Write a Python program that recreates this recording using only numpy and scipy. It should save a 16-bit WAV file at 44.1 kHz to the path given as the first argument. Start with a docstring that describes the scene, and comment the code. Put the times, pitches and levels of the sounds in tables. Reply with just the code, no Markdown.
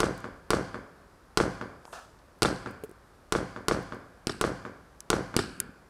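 """Open yard at night: a small firework cake fires its tubes one after another.
Each lift charge is a short blast wave plus a bright noise crack, with filtered echoes and a noise tail
from ground, walls and a far building. Shells pop overhead the same way and sputter in random grains.
A weak charge fizzles as resonant noise, a comet hisses as puffing noise; dry ticks (noise bursts) and
low knocks (decaying sines) are mostly debris. Coloured noise hums low beneath."""
import sys
import numpy as np
from scipy import signal
from scipy.fft import rfft, irfft
from scipy.io import wavfile

SR = 44100
rng = np.random.default_rng(int(sys.argv[2]) if len(sys.argv) > 2 else 0)


def bounce(signal):
    """Save signal as a 16-bit WAV file at the path given by the first command-line argument."""
    frames = np.transpose(np.atleast_2d(signal))
    limited = np.clip(frames, -1, 1)
    pcm = np.round(limited * 32767).astype(np.int16)
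    wavfile.write(sys.argv[1], SR, pcm)


def makeup_ratio(level_db):
    """Linear amplitude ratio for a level in decibels (20 dB per factor of ten)."""
    decades = np.asarray(level_db, float) / 20
    return 10 ** decades


N = 259749

# lift charges: (time [s], blast level [dB], crack drive [dB], blast ramp [ms],
#                crack part above 7 kHz [dB re part below])
LIFT_SHOTS = [(.0038, -9, -12, 1.61, 1), (.5051, -8.5, -17, 1.58, 8.5), (1.3737, -7.5, -6.5, 1.67, -25),
              (2.4216, -9, -12, 1.82, -3), (3.3234, -10.5, -7.5, 1.62, -22), (3.6838, -9.5, -9.5, 1.57, -7),
              (4.4126, -10.5, -9.5, 1.55, -1), (5.1026, -9.5, -4, 1.68, -8)]
# shells bursting overhead, same columns
SHELL_BURSTS = [(2.4305, -13, -7, 1.54, 0.5), (4.2706, -17.5, -9.5, 2.2, -17), (5.3654, -11.5, -8, 2.1, 3)]
# ground, two near walls with ledges, their double bounce, a far building:
# (delay [s], gain [dB], low cut [Hz], high cut [Hz])
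YARD_ECHOES = [(.00245, -5, 300, 2000), (.00333, -7, 1000, 3200), (.02694, -6, 1000, 2200),
               (.0278, 5, 1000, 2400), (.029, -5, 60, 900), (.0357, 2.5, 300, 900), (.03844, -4, 600, 1300),
               (.06338, -6.5, 900, 2000), (.07952, -10, 400, 1300), (.0893, -12, 300, 900),
               (.1056, -15, 60, 900), (.23903, -7, 1000, 2200), (.2398, -19, 150, 2000),
               (.2503, -14, 900, 2000), (.28349, -19, 60, 800)]
# the same surfaces seen from the sky, same columns
SKY_ECHO_PATHS = [(.00875, -7, 160, 2000), (.02395, 5.5, 2400, 3300), (0.0256, -3.5, 120, 4800),
                  (0.0262, 2, 1600, 5160), (0.0287, 0, 600, 1400), (.0332, -6.5, 72, 930),
                  (0.0738, -13, 60, 870)]
# wash of scattered sound from each reflector: (delay [s], rise [s], bass gain [dB re blast],
#   treble gain [dB re blast, before hiss and lumps], bass t60 [s], treble t60 [s], both before band loss)
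SCATTER_WASHES = [(0, .0001, 20.5, -1.5, 0.0058, 0.023), (.001, .002, -4.5, -9, 0.084, 0.11),
                  (0.025, 0.0084, -9, -11, 0.42, 0.25), (.06, 0.063, -22, -20.5, 1, 0.73),
                  (0.236, 0.0025, -22.5, -30, 0.47, 0.24)]
# spectrum of the scattered noise: (frequency [Hz], relative density [dB per Hz])
SCATTER_SPECTRUM = [(25, -19), (45, 2.5), (75, -2.5), (150, -2), (300, -5.5), (480, -7), (650, -7.5),
                    (850, -12), (1250, -10.5), (1750, -13.5), (2100, -18), (3300, -23), (5000, -18),
                    (6500, -23), (10500, -28), (12500, -48.5), (16500, -69)]
# resonances of the crack: (frequency [Hz], width [Hz], gain [dB])
CRACK_RESONANCES = [(2400, 3000, -17.5), (4760, 880, -0.5), (9200, 3400, -11), (12500, 1900, -18)]
# dry ticks, mostly debris nearby; the faint one at 2.189 s is a far echo of the fizzle:
# (time [s], peak [dB], centre [Hz], t60 [s])
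DRY_TICKS = [(.178, -38, 8750, 0.0075), (0.204, -44, 7400, 0.013), (1.8531, -39.5, 3800, 0.011),
             (2.189, -54.5, 3540, .03), (2.388, -58, 10110, 0.016), (2.709, -45, 9800, 0.026),
             (2.8372, -39.5, 2870, 0.0039), (2.837, -40, 9750, 0.051), (2.894, -49, 9455, .012),
             (2.913, -47, 10000, 0.014), (3.828, -48, 10340, .01), (3.947, -49, 9000, .01),
             (5.005, -25.5, 7900, 0.0069), (5.6016, -9, 8100, 0.0097)]
# low knocks: heavier pieces, and at 1.85 s a pop with its wall echo:
# (time [s], start level [dB], ring [Hz], t60 [s])
LOW_KNOCKS = [(1.8535, -30.5, 880, 0.0053), (1.879, -38, 920, 0.019), (2.8367, -25.5, 440, 0.028),
              (2.8438, -32, 440, .04), (2.893, -37, 367, 0.03), (2.913, -38, 394, 0.025),
              (5.692, -38.5, 252, 0.063)]
# spectrum of the night hum: (frequency [Hz], relative density [dB per Hz])
NIGHT_SPECTRUM = [(20, -5), (45, 4.5), (118, -5.5), (221, -8), (520, -8.5), (736, -12), (1250, -11.5),
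                  (1750, -17), (2100, -22.5), (3100, -28.5), (5000, -27.5), (6500, -31.5), (10900, -33),
                  (15300, -43), (16500, -59)]
# edges of the half-octave decay bands [Hz]
BAND_EDGES_HZ = 20 * 2 ** np.arange(0, 10.1, .5)
# added fading of the tail, negative = slower; air and leaves eat the treble:
# (frequency [Hz], loss [dB per s])
TAIL_LOSS = [(50, 10.5), (200, -7), (600, -10), (1400, -14.5), (3000, -3), (6000, 13.5), (9000, 20.5),
             (14000, 16)]
# a weak charge fizzles and a wall answers: (time [s], start level [dB, 10 dB above the rms played], t60 [s])
FIZZLE_BURSTS = [(1.9283, -26.5, 0.12), (1.9529, -32, 0.39)]
# resonances of the fizzling tube: (frequency [Hz], width [Hz], gain [dB])
TUBE_RESONANCES = [(600, 130, 4), (1280, 250, 3.5), (1750, 120, -0.5), (2550, 470, -14)]
# echoes are coloured by a resonance near 1.35 kHz, probably the microphone's:
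# (frequency [Hz], width [Hz], gain [dB])
ECHO_RESONANCE = (1353, 230, 4.8)
# the ground under the tubes: (frequency [Hz], start level [dB re blast], t60 [s])
GROUND_THUMP = [(45, -23, .25), (77.5, -29.5, 0.33), (117, -45, 0.32)]
# direct and ground paths from the sky cancel in bands: (frequency [Hz], gain [dB re yard spectrum])
SKY_PATH_GAIN = [(100, -2), (250, 1.5), (450, -1.5), (600, -19), (850, -11), (1100, -11), (1400, 1.5),
                 (2000, -6), (2700, 8), (3400, -2.5), (4600, 3), (5900, -9), (8000, 5.5), (14000, 0)]


def rms_one(x):
    """Scales to unit rms."""
    return x / np.sqrt(np.mean(x ** 2) + 1e-30)


def at_hz(points, hz):
    """Reads a spectrum table, linear in log frequency."""
    table_hz, value = np.array(points).T
    return np.interp(np.log(hz), np.log(table_hz), value)


def filtered(x, order, cut_hz, kind="low"):
    """Butterworth filter, low-pass by default."""
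    return signal.sosfilt(signal.butter(order, cut_hz, kind, fs=SR, output="sos"), x)


def band(x, low_hz, high_hz, order=2):
    """Butterworth band-pass."""
    return filtered(x, order, [low_hz, min(high_hz, .45 * SR)], "band")


def shape(noise, spectrum):
    """Applies a gain spectrum [dB]."""
    hz = np.maximum(np.fft.rfftfreq(len(noise), 1 / SR), 1)
    return irfft(rfft(noise) * makeup_ratio(at_hz(spectrum, hz)), len(noise))


def coloured(spectrum, size):
    """White noise given a spectrum, unit rms."""
    return rms_one(shape(rng.standard_normal(size), spectrum))


def add(out, s, piece):
    """Mixes a piece in at a time [s]."""
    at = round(s * SR)
    out[at:at + len(piece)] += piece[:N - at]


def resonate(x, hz, width_hz):
    """Two-pole resonance with zeros at DC and Nyquist."""
    r = np.exp(-np.pi * width_hz / SR)
    poles = [1, -2 * r * np.cos(2 * np.pi * hz / SR), r * r]
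    return signal.lfilter([(1 - r * r) / 2, 0, (r * r - 1) / 2], poles, x)


def modes(x, table):
    """Parallel resonances of alternating sign."""
    return sum((-1) ** k * makeup_ratio(db) * resonate(x, hz, width) for k, (hz, width, db) in enumerate(table))


def shots(rows, echoes, path_gain, crack_ms, hiss_db, grit_db):
    """Direct blast and crack, scattered tail, ground thump and distinct echoes."""
    waves, cracks = blasts(rows, crack_ms)
    crack = filtered(modes(cracks, CRACK_RESONANCES), 4, 13500)
    out = waves + crack + scattered(rows, path_gain, hiss_db, grit_db)
    thump = ground_thump()
    for s, blast_db, *_ in rows:
        add(out, s, makeup_ratio(blast_db) * thump)
    return out + reflected(waves + 0.44 * crack, echoes)


def blasts(rows, crack_ms):
    """A pressure jump ramps through zero into suction and relaxes; hot gas adds a ragged crack."""
    waves, cracks = np.zeros(N), np.zeros(N)
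    t_ms = np.arange(300) / SR * 1000
    gases = rng.standard_normal((len(rows), 300))
    for (s, blast_db, crack_db, ramp_ms, edge_db), gas in zip(rows, gases):
        relax = np.exp(-(np.maximum(t_ms - ramp_ms, 0) / (.22 * ramp_ms)) ** 2)
        ramp = np.minimum(t_ms / ramp_ms, 1) * 1.6 - 1
        add(waves, s, makeup_ratio(blast_db) * ramp * relax)
        puff = 1.2 * gas * np.exp(-t_ms / crack_ms) - 8.4 * (t_ms == 0)  # noise after a one-sample spike
        body = filtered(puff, 1, 7000)
        add(cracks, s, makeup_ratio(crack_db) * (body + makeup_ratio(edge_db) * (puff - body)))
    return waves, cracks


def ground_thump():
    """The ground under the tubes rings in low decaying sines."""
    t = np.arange(round(.5 * SR)) / SR
    return -sum(makeup_ratio(db - 60 * t / t60) * np.sin(2 * np.pi * hz * t) for hz, db, t60 in GROUND_THUMP)


def reflected(direct, echoes):
    """Each surface returns a delayed, band-limited copy; a resonance is added, rough walls blur the treble."""
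    back = np.zeros(N)
    for s, db, low_hz, high_hz in echoes:
        lag = round(s * SR)
        thin = filtered(direct + 1e-18, 1, low_hz, "high")
        back[lag:] += makeup_ratio(db) * filtered(thin, 2, high_hz)[:N - lag]
    back = back + modes(back, [ECHO_RESONANCE])
    bright = filtered(back, 4, 3900, "high")
    blur = rng.standard_normal(400) * np.exp(-np.arange(400) / 90)
    return filtered(back, 5, 2100) + makeup_ratio(-14) * signal.fftconvolve(bright, blur)[:N]


def scattered(rows, path_gain, hiss_db, grit_db):
    """The yard scatters bass alike for every blast; treble falls differently and in lumps each time."""
    t, out = np.arange(round(1.2 * SR)) / SR, np.zeros(N)
    bass_level, treble_level = washes(t)
    bass = band(dying_noise(t, path_gain), 15, 2000, order=4) * bass_level
    for s, blast_db, *_ in rows:
        lumps = rms_one(band(rng.standard_normal(len(t)), 23, 270, order=1)) * np.exp(-t / 0.18)
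        level = makeup_ratio(hiss_db + grit_db * lumps) * treble_level
        treble = level * band(dying_noise(t, path_gain), 2000, 19000, order=4)
        add(out, s, makeup_ratio(blast_db) * (bass + treble))
    return out


def washes(t):
    """Bass and treble envelopes: every reflector's wash rises and dies, powers add."""
    bass, treble = 0, 0
    for s, rise_s, bass_db, treble_db, bass_t60, treble_t60 in SCATTER_WASHES:
        since = np.maximum(t - s, 0)
        up = 1 - np.exp(-since / rise_s)
        bass = bass + (up * makeup_ratio(bass_db - 60 * since / bass_t60)) ** 2
        treble = treble + (up * makeup_ratio(treble_db - 60 * since / treble_t60)) ** 2
    return np.sqrt(bass), np.sqrt(treble)


def dying_noise(t, path_gain):
    """Noise in the colour of the yard, each band changing level at its own pace."""
    noise = shape(coloured(SCATTER_SPECTRUM, len(t)), path_gain)
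    return sum(band(noise, low, high) * makeup_ratio(-t * at_hz(TAIL_LOSS, np.sqrt(low * high)))
               for low, high in zip(BAND_EDGES_HZ, BAND_EDGES_HZ[1:]))


def posts(count):
    """Evenly spaced posts near the tubes answer in a flutter of equal echoes at equal steps."""
    first_s, step_s, gain_db, low_hz, high_hz = .011, .0025, -12.5, 120, 900
    return [(first_s + k * step_s, gain_db, low_hz, high_hz) for k in range(count)]


def clutter(count):
    """Small things return dull chance echoes, one per equal step of root delay, so they thin out."""
    near_s, far_s, low_hz, high_hz = .04, .15, 129, 990
    gain_db, loss_db_per_s, spread_db = -15, 76, 1.5
    near, far = np.sqrt(near_s), np.sqrt(far_s)
    place, size = rng.random((count, 2)).T
    s = (near + (far - near) * (np.arange(count) + place) / count) ** 2
    db = gain_db - loss_db_per_s * s + spread_db * (2 * size - 1)  # weaker with distance
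    return [(delay_s, echo_db, low_hz, high_hz) for delay_s, echo_db in zip(s, db)]


def sputter():
    """Stars sputter after each burst: uneven bright grains at random times, dying away."""
    grains_per_s, level_re_blast_db, t60_s, rise_s = 1500, -27, 0.43, 0.033
    out, t = np.zeros(N), np.arange(round(.3 * SR)) / SR
    for s, blast_db, *_ in SHELL_BURSTS:
        born = rng.random(len(t)) < grains_per_s / SR
        sizes = makeup_ratio(4 * rng.exponential(1, len(t)))
        gate = signal.lfilter([1], [1, -.97], born * sizes)
        grains = rms_one(band(gate * rng.standard_normal(len(t)), 3800, 5506))
        fade = makeup_ratio(blast_db + level_re_blast_db - 60 * t / t60_s)
        add(out, s, fade * np.minimum(t / rise_s, 1) * grains)
    return out


def fizzle():
    """Rough burning noise in the resonances of the tube, dying fast."""
    out, t = np.zeros(N), np.arange(9000) / SR
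    gases = rng.standard_normal((len(FIZZLE_BURSTS), 9000))
    for (s, db, t60), gas in zip(FIZZLE_BURSTS, gases):
        add(out, s, makeup_ratio(db - 10 - 60 * t / t60) * rms_one(modes(gas, TUBE_RESONANCES)))
    return out


def ticks_and_knocks():
    """Ticks: bright noise bursts with duller body and faint afterglow; knocks: low decaying sines."""
    out, t = np.zeros(N), np.arange(4000) / SR
    grits = rng.standard_normal((len(DRY_TICKS), 4000))
    for (s, db, hz, t60), grit in zip(DRY_TICKS, grits):
        snap = grit * (makeup_ratio(-60 * t / t60) + makeup_ratio(-36 - 60 * t / .08))
        tick = band(snap, .65 * hz, 1.45 * hz) + makeup_ratio(-4) * band(snap, .2 * hz, .55 * hz)
        add(out, s, makeup_ratio(db) * tick / np.abs(tick).max())
    for s, db, hz, t60 in LOW_KNOCKS:
        add(out, s, makeup_ratio(db - 60 * t / t60) * np.sin(2 * np.pi * hz * t))
    return out


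def comet():
    """A burning star hisses in uneven puffs, thin at first, fuller once the charge catches, then fades."""
    light_s, light_rise_s, catch_s, puff_db = 1.835, 0.034, 1.926, 1
    thin_db, thin_rise_db_per_s, thin_stop_db_per_s = -63, 15, 500  # level at the catch
    full_db, full_fade_db_per_s = -49, 120
    t = np.arange(N) / SR - catch_s
    thin = makeup_ratio(thin_db + np.where(t < 0, thin_rise_db_per_s, -thin_stop_db_per_s) * t)
    thin = thin * np.clip((t + catch_s - light_s) / light_rise_s, 0, 1)
    full = makeup_ratio(full_db - full_fade_db_per_s * np.abs(t)) * (t > 0)
    puffs = makeup_ratio(puff_db * rms_one(band(rng.standard_normal(N), 8, 45, order=1)))
    noise = puffs * rng.standard_normal(N)
    thin_hiss = rms_one(band(noise, 6000, 11500, order=3))
    full_hiss = rms_one(band(noise, 2200, 8000))
    return thin * thin_hiss + full * full_hiss


def night():
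    """Far traffic hum as coloured noise; its bass swells and sags."""
    hum = makeup_ratio(-56.5) * coloured(NIGHT_SPECTRUM, N)
    swell = rms_one(band(rng.standard_normal(N), 0.73, 2.9, order=1))
    return hum + band(hum, 22, 170) * (makeup_ratio(1.47 * swell) - 1)


def scene():
    """All sources, heard from one spot, alike in both channels."""
    lift_echoes = YARD_ECHOES + posts(count=4) + clutter(count=14)
    near_flat = [(100, 0.0026), (10000, 0.014)]  # (frequency [Hz], gain [dB])
    lifts = shots(LIFT_SHOTS, lift_echoes, near_flat, crack_ms=0.88, hiss_db=0.13, grit_db=2.5)
    burst_echoes = SKY_ECHO_PATHS + clutter(count=4)
    bursts = shots(SHELL_BURSTS, burst_echoes, SKY_PATH_GAIN, crack_ms=0.99, hiss_db=0.5, grit_db=3.5)
    mix = lifts + bursts + sputter() + fizzle() + ticks_and_knocks() + comet() + night()
    return np.tile(mix, (2, 1))


def roll_off(x):
    """The treble ends steeply here."""
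    return signal.sosfilt(signal.butter(12, 17170, fs=SR, output="sos"), x)


def record(dry):
    """The microphone drops the highest treble and the deepest bass."""
    treble_cut = filtered(dry, 6, 15500)
    mix = filtered(treble_cut, 2, 40, "high")
    return roll_off(mix)


dry = scene()
out = record(dry)
bounce(out)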